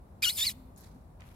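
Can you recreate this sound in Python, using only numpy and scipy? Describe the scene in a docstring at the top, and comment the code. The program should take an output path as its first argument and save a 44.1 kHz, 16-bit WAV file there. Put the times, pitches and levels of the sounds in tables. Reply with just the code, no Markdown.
"""Outdoors, close to a steel dumpster, on a stereo pair of microphones.
A raccoon screeches twice in one go: a shrill, sliding tone from the throat that splits into
half-pitch lines and breaks into rasp, over a spitting hiss from the open mouth.
Then plastic rubbish bags rustle faintly and a few creases tick. The steel panels and yard walls
give a slight echo; a low rumble and a wavering hum lie underneath throughout."""
import sys
import numpy as np
from scipy import signal
from scipy.fft import rfft, irfft
from scipy.io import wavfile

SR = 44100
rng = np.random.default_rng(int(sys.argv[2]) if len(sys.argv) > 2 else 0)


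def to_wav(sig):
    """Store sig (one row per channel, or 1-D mono) as 16-bit WAV at the path in sys.argv[1].

    Samples outside -1..1 are clipped; the rate is SR.
    """
    pcm = np.clip(np.atleast_2d(sig), -1, 1) * 32767
    pcm = np.round(pcm).astype(np.int16)
    wavfile.write(sys.argv[1], SR, pcm.T)  # frames by channels


N = 59535
T = np.arange(N) / SR
HZ = np.fft.rfftfreq(N, 1 / SR)
BAND_LIMIT_HZ = 16100


def raccoon():
    """Screeches and mouth hiss reach the two microphones; some hiss scatters in by paths of its own."""
    # the two screeches, a table each: time_s, pitch_hz, tone_db, half_pitch_db, rasp_db
    screeches = [
        [(.2215, 2550, -58, -70, -50), (.223, 2460, -44, -60, -35), (.227, 2420, -42, -58, -37),
         (.229, 2420, -29.5, -56, -38), (.239, 2430, -25, -52, -35), (.2415, 3800, -30, -46, -30),
         (.250, 3230, -25, -35, -38), (.260, 2890, -27, -36, -36), (.265, 2850, -39, -43, -34),
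         (.269, 2830, -29.5, -38.5, -42), (.288, 2950, -28, -41, -47), (.297, 3780, -32.5, -48, -33.5),
         (.304, 4000, -32, -43, -41), (.310, 4330, -37, -47, -47), (.314, 4150, -55, -57, -50),
         (.324, 4150, -46, -67, -60), (.340, 5250, -49, -69, -64), (.344, 5250, -80, -76, -64)],
        [(.347, 5150, -75, -76, -64), (.351, 5200, -50, -68, -64), (.362, 4750, -47, -64, -62),
         (.371, 3570, -47, -62, -52), (.383, 3620, -37, -58, -40), (.390, 3200, -43, -54, -36),
         (.399, 3520, -32, -43, -43), (.406, 3650, -44, -50, -31), (.413, 3520, -30.5, -46, -41),
         (.431, 3610, -28.5, -46, -44), (.446, 4000, -32, -44, -41), (.450, 4200, -45, -52, -33.5),
         (.464, 5000, -39, -47, -35), (.468, 4520, -26.5, -43, -48), (.482, 4160, -28, -43, -50),
         (.486, 4080, -35, -44, -45), (.496, 3850, -36, -44, -47), (.501, 3200, -52, -54, -44),
         (.525, 3200, -85, -78, -57)],
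    ]
    # hiss in the open mouth: time_s, level_db
    hiss_curve = [(.221, -60), (0.224, -35), (.25, -34), (.275, -38.5), (.29, -32.5), (0.327, -44),
                  (.352, -44), (0.386, -33.5), (.45, -39), (.505, -41), (0.518, -47), (.532, -57.5)]
    # its spectrum: frequency_hz, relative_db
    hiss_spectrum = [(2000, -29.5), (4500, -8.5), (6400, -12.5), (7200, -8.5), (8800, 0), (10300, -5.5),
                     (12000, 0.5), (13300, 0.5), (15200, -5), (16000, -23.5)]
    # level difference between the microphones: frequency_hz, left_minus_right_db
    balance = [(500, -3.5), (1350, 3), (1900, 0), (2400, -4), (2880, 16.5), (3400, -1), (4500, -0.5),
               (5250, -5), (5700, 1.5), (6600, 4.5), (7300, -2), (8900, 22.5), (9800, 9.5), (10700, -16),
               (12200, 4.5), (13300, 5), (14000, -4.5), (15300, -0.5)]
    # phase difference between them: frequency_hz, left_lead_rad
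    lead = [(200, 5.5), (1900, -1), (2700, 2.14), (2950, 0.97), (3500, 1.08), (4900, -0.37), (5500, 1.5),
            (7000, 1.08), (9100, 2.5), (10000, 4.5), (11000, 1.5), (12500, 1.66), (13200, 4), (16000, 4)]
    hiss_gain = envelope(*np.transpose(hiss_curve))
    voice = sum(screech(rows) for rows in screeches)
    voice += hiss_gain * colour(puffs(depth=.35), hiss_spectrum)
    left = amp(at_hz(balance) / 2) * np.exp(.5j * at_hz(lead))
    paths = np.array([left, 1 / left])
    paths /= np.sqrt(np.mean(abs(paths) ** 2, axis=0))
    scattered = amp(-11) * hiss_gain * colour(rng.standard_normal((2, N)), hiss_spectrum)
    return irfft(rfft(voice) * paths, N) + scattered


def screech(rows):
    """A shrill throat tone with overtones and half-pitch lines, steady until the rasp takes over."""
    # quarter-pitch lines, where the second screech splits once more: time_s, level_db
    quarter_curve = [(.408, -55), (.416, -44), (.446, -47)]
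    # rasping air in the throat: frequency_hz, relative_db
    rasp_spectrum = [(700, -42), (1000, -11), (1600, -26), (2300, 1.5), (3300, -1.5), (4900, 2),
                     (5700, -2.5), (8000, -13), (16000, -28.5)]
    times, pitch, *levels_db = np.transpose(rows)
    hz = np.interp(T, times, pitch)
    tone, split, rasp = (envelope(times, db) for db in levels_db)
    rasp_share = rasp ** 2 / (rasp ** 2 + tone ** 2 + 1e-18)
    jitter = (.008 + .05 * rasp_share) * wobble(900)
    phase = 2 * np.pi * np.cumsum(hz * (1 + jitter)) / SR
    voice = tone * np.sin(phase) * (1 + .13 * wobble(200))
    overtones = sum(amp(-6 - 5 * (k - 2)) * partial(k, hz, phase) for k in range(2, 7))
    pivot = amp(-34)
    voice += pivot * (tone / pivot) ** .38 * overtones  # overtones gain 0.38 dB per dB of tone
    voice += split * sum(amp(-1.2 * k) * partial(k + .5, hz, phase) for k in range(6))
    quarter_lines = .5 * partial(.75, hz, phase) + partial(1.25, hz, phase)
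    voice += (tone > 0) * envelope(*np.transpose(quarter_curve)) * quarter_lines
    air = colour(puffs(depth=.5), rasp_spectrum)
    air += amp(-6) * resonate(puffs(depth=.5), hz, width_hz=1300)
    return np.sqrt(2) * voice + rasp * air


def partial(multiple, hz, phase):
    """One fluttering partial, swelling as it glides through the resonances of the throat."""
    # throat resonances: frequency_hz, gain_db
    throat = [(1400, -6), (1600, -14), (1800, -6), (2200, -3), (4800, 2), (6200, -2.5), (7200, 1.5),
              (8000, -3), (11000, 0), (16000, -4)]
    gain = amp(at_hz(throat, multiple * hz)) * (multiple * hz < BAND_LIMIT_HZ)
    flutter = 1 + .33 * wobble(250)
    return gain * flutter * np.sin(multiple * phase + 2 * np.pi * rng.random())


def puffs(depth, flap_hz=450):
    """Breath noise chopped by uneven flapping in the throat."""
    cycles = np.cumsum(flap_hz * (1 + .21 * wobble(200))) / SR
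    return rng.standard_normal(N) * np.exp(depth * np.cos(2 * np.pi * cycles))


def rubbish_bags():
    """Thin plastic shifts a few times, rustling and ticking."""
    # movements of the plastic: start_s, rise_s, hold_s, fade_db_per_s, level_db, pan_db,
    # spectrum (frequency_hz, relative_db)
    rustles = [(0.757, 0.019, 0.031, 170, -63, 2, [(700, -29), (1500, -2), (2800, -17), (4200, -6),
               (7000, -4), (9500, -7), (12200, -1), (14000, -21)]),
               (.80, 0.03, .01, 105, -64, -2.5, [(700, -2), (2100, -0.5), (2900, -8), (3900, 0),
               (16000, -13)]), (1.189, 0.024, .015, 130, -61.5, -2, [(500, -13.5), (1100, 4), (1600, -4.5),
               (2300, 1.5), (3200, -8.5), (16000, -30)]), (1.20, 0.08, .1, 50, -66.5, 4, [(600, -22),
               (1300, 3), (2600, -0.5), (8500, -11), (12000, -2), (14000, -14)])]
    # snapping creases: start_s, level_db, centre_hz, width_hz, decay_s
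    ticks = [(.762, -51, 7000, 1500, .003), (.778, -47.5, 11000, 3500, .007),
             (.807, -46.5, 12200, 2000, .005), (.809, -53, 5500, 4000, .003), (.837, -55, 7000, 1800, .004),
             (.845, -56, 4000, 700, .005), (1.2065, -45, 5500, 7000, .0012),
             (1.208, -44, 2600, 1500, .0013), (1.220, -39.5, 2300, 1000, .0016),
             (1.289, -49, 2600, 3500, .0015)]
    return sum(rustle(*row) for row in rustles) + sum(tick(*row) for row in ticks)


def rustle(start, rise, hold, fade, db, pan_db, spectrum, crinkles_per_s=6000):
    """Dense crinkles of thin plastic swell, hold and die away."""
    crinkles = (rng.random((2, N)) < crinkles_per_s / SR) * rng.standard_normal((2, N))
    crinkles *= amp(2.5 * np.minimum(rng.exponential(1, (2, N)), 3))  # a few stand out
    faded_db = fade * np.maximum(T - start - rise - hold, 0)
    shape = np.clip((T - start) / rise, 0, 1) * amp(db - faded_db + 2.8 * wobble(58))
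    return shape * colour(crinkles, spectrum) * amp([[pan_db / 2], [-pan_db / 2]])


def tick(start, db, hz, width_hz, decay):
    """One crease snaps: a band of noise that dies in milliseconds."""
    shape = (T >= start) * np.exp(-abs(T - start) / decay)
    band = np.array([resonate(rng.standard_normal(N), hz, width_hz) for _ in range(2)])
    return amp(db) / 2 * shape * band


def dumpster_echoes(x, count=8, span_s=.007):
    """Quick reflections off the steel panels, different at each microphone."""
    taps = np.zeros((2, int(span_s * SR)))
    delays = rng.integers(taps.shape[1] // 10, taps.shape[1], (2, count))
    np.put_along_axis(taps, delays, rng.choice([-1, 1], delays.shape) / np.sqrt(count), 1)
    return signal.fftconvolve(x, taps, axes=1)[:, :N]


def yard_reverb(x):
    """Reverberation from the steel and nearby walls."""
    # colour of the tail: frequency_hz, relative_db
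    spectrum = [(500, -5.5), (1500, 11), (2800, 3.5), (4400, -4.5), (5400, 1)]
    # its decay time: frequency_hz, t60_s
    decay = [(300, 0.86), (3000, 0.62), (8000, 0.54), (16000, 0.93)]
    hz, t, noise = signal.stft(rng.standard_normal((2, SR)), SR, nperseg=256)
    tail_db = at_hz(spectrum, hz)[:, None] - 60 * t / at_hz(decay, hz)[:, None]
    tail = signal.istft(noise * amp(tail_db), SR, nperseg=256)[1]
    return signal.fftconvolve(x, tail / np.linalg.norm(tail[0]), axes=1)[:, :N]


def rumble(low_cut_hz=34):
    """Low outdoor noise, its bass nearly the same at both microphones."""
    # colour of the rumble: frequency_hz, relative_db
    spectrum = [(25, -14.5), (42, 2), (74, 1.5), (134, -5.5), (210, -7.5), (310, -16), (485, -19),
                (580, -16.5), (976, -20), (1530, -32.5), (3160, -45), (3740, -43.5), (6360, -47.5),
                (11100, -43), (16000, -49.5)]
    # its slow swell: time_s, gain_db
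    swell = [(0, -1), (.43, 0.5), (.68, -0.5), (.97, 0.5), (1.03, -1)]
    # likeness of left and right: frequency_hz, correlation
    likeness = [(60, 0.98), (160, 0.92), (300, .85), (600, 0.37), (1000, 0.00034), (16000, 0)]
    low_cut = 1 - 1 / (1 + (HZ / low_cut_hz) ** 10)
    left, independent = rfft(rng.standard_normal((2, N))) * low_cut
    correlation = at_hz(likeness)
    right = correlation * left + np.sqrt(1 - correlation ** 2) * independent
    noise = colour(irfft(np.array([left, right]), N), spectrum)
    return noise * amp(np.interp(T, *np.transpose(swell)))


def hum(pitch_hz=252):
    """A faint, wavering tone that swells and sinks."""
    # swells of the hum: time_s, level_db
    swells = [(0, -75), (0.452, -72.5), (0.529, -54), (0.648, -55.5), (.8, -76), (.89, -73), (.96, -49.5),
              (1.04, -77), (1.35, -66)]
    phase = 2 * np.pi * np.cumsum(pitch_hz * (1 + .023 * wobble(29))) / SR
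    return envelope(*np.transpose(swells)) * np.sin(phase)


def amp(db):
    """Decibels to gain."""
    return 10 ** (np.asarray(db) / 20)


def unit_rms(x):
    """Scales to an rms of one."""
    return x / np.sqrt(np.mean(x ** 2) + 1e-20)


def at_hz(points, hz=HZ):
    """Interpolates a table on a log-frequency axis."""
    frequencies, values = np.transpose(points)
    return np.interp(np.log(hz + 1), np.log(frequencies + 1), values)


def envelope(times, db):
    """Gain along a dB curve, silent outside it."""
    return amp(np.interp(T, times, db)) * (T >= times[0]) * (T <= times[-1])


def colour(x, spectrum):
    """Filters x by a spectrum, at an rms of one."""
    return unit_rms(irfft(rfft(x) * amp(at_hz(spectrum)), N))


def wobble(hz):
    """Random motion up to about the given rate."""
    return unit_rms(irfft(rfft(rng.standard_normal(N)) / (1 + (HZ / hz) ** 4), N))


def resonate(x, hz, width_hz):
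    """A steep resonance that follows hz."""
    carrier = np.exp(2j * np.pi * np.cumsum(hz * np.ones(N)) / SR)
    pole = np.exp(-np.pi * width_hz / SR)
    baseband = signal.lfilter([1], [1, -2 * pole, pole * pole], x / carrier)
    return unit_rms((carrier * baseband).real)


def scene():
    """Raccoon and bags up close, their reflections, and the background behind them."""
    near = raccoon() + rubbish_bags()
    reflections = amp(-16) * dumpster_echoes(near) + amp(-28) * yard_reverb(near)
    background = (amp(-51.5) * rumble() + hum()) * amp([[.6], [-.5]])  # leans slightly left
    return near + reflections + background


def record(dry):
    """The recorder cuts the highest treble steeply."""
    low_pass = signal.firwin(511, BAND_LIMIT_HZ, window=("kaiser", 9), fs=SR)
    return signal.oaconvolve(dry, low_pass[None], "same")


dry = scene()
out = record(dry)
to_wav(out)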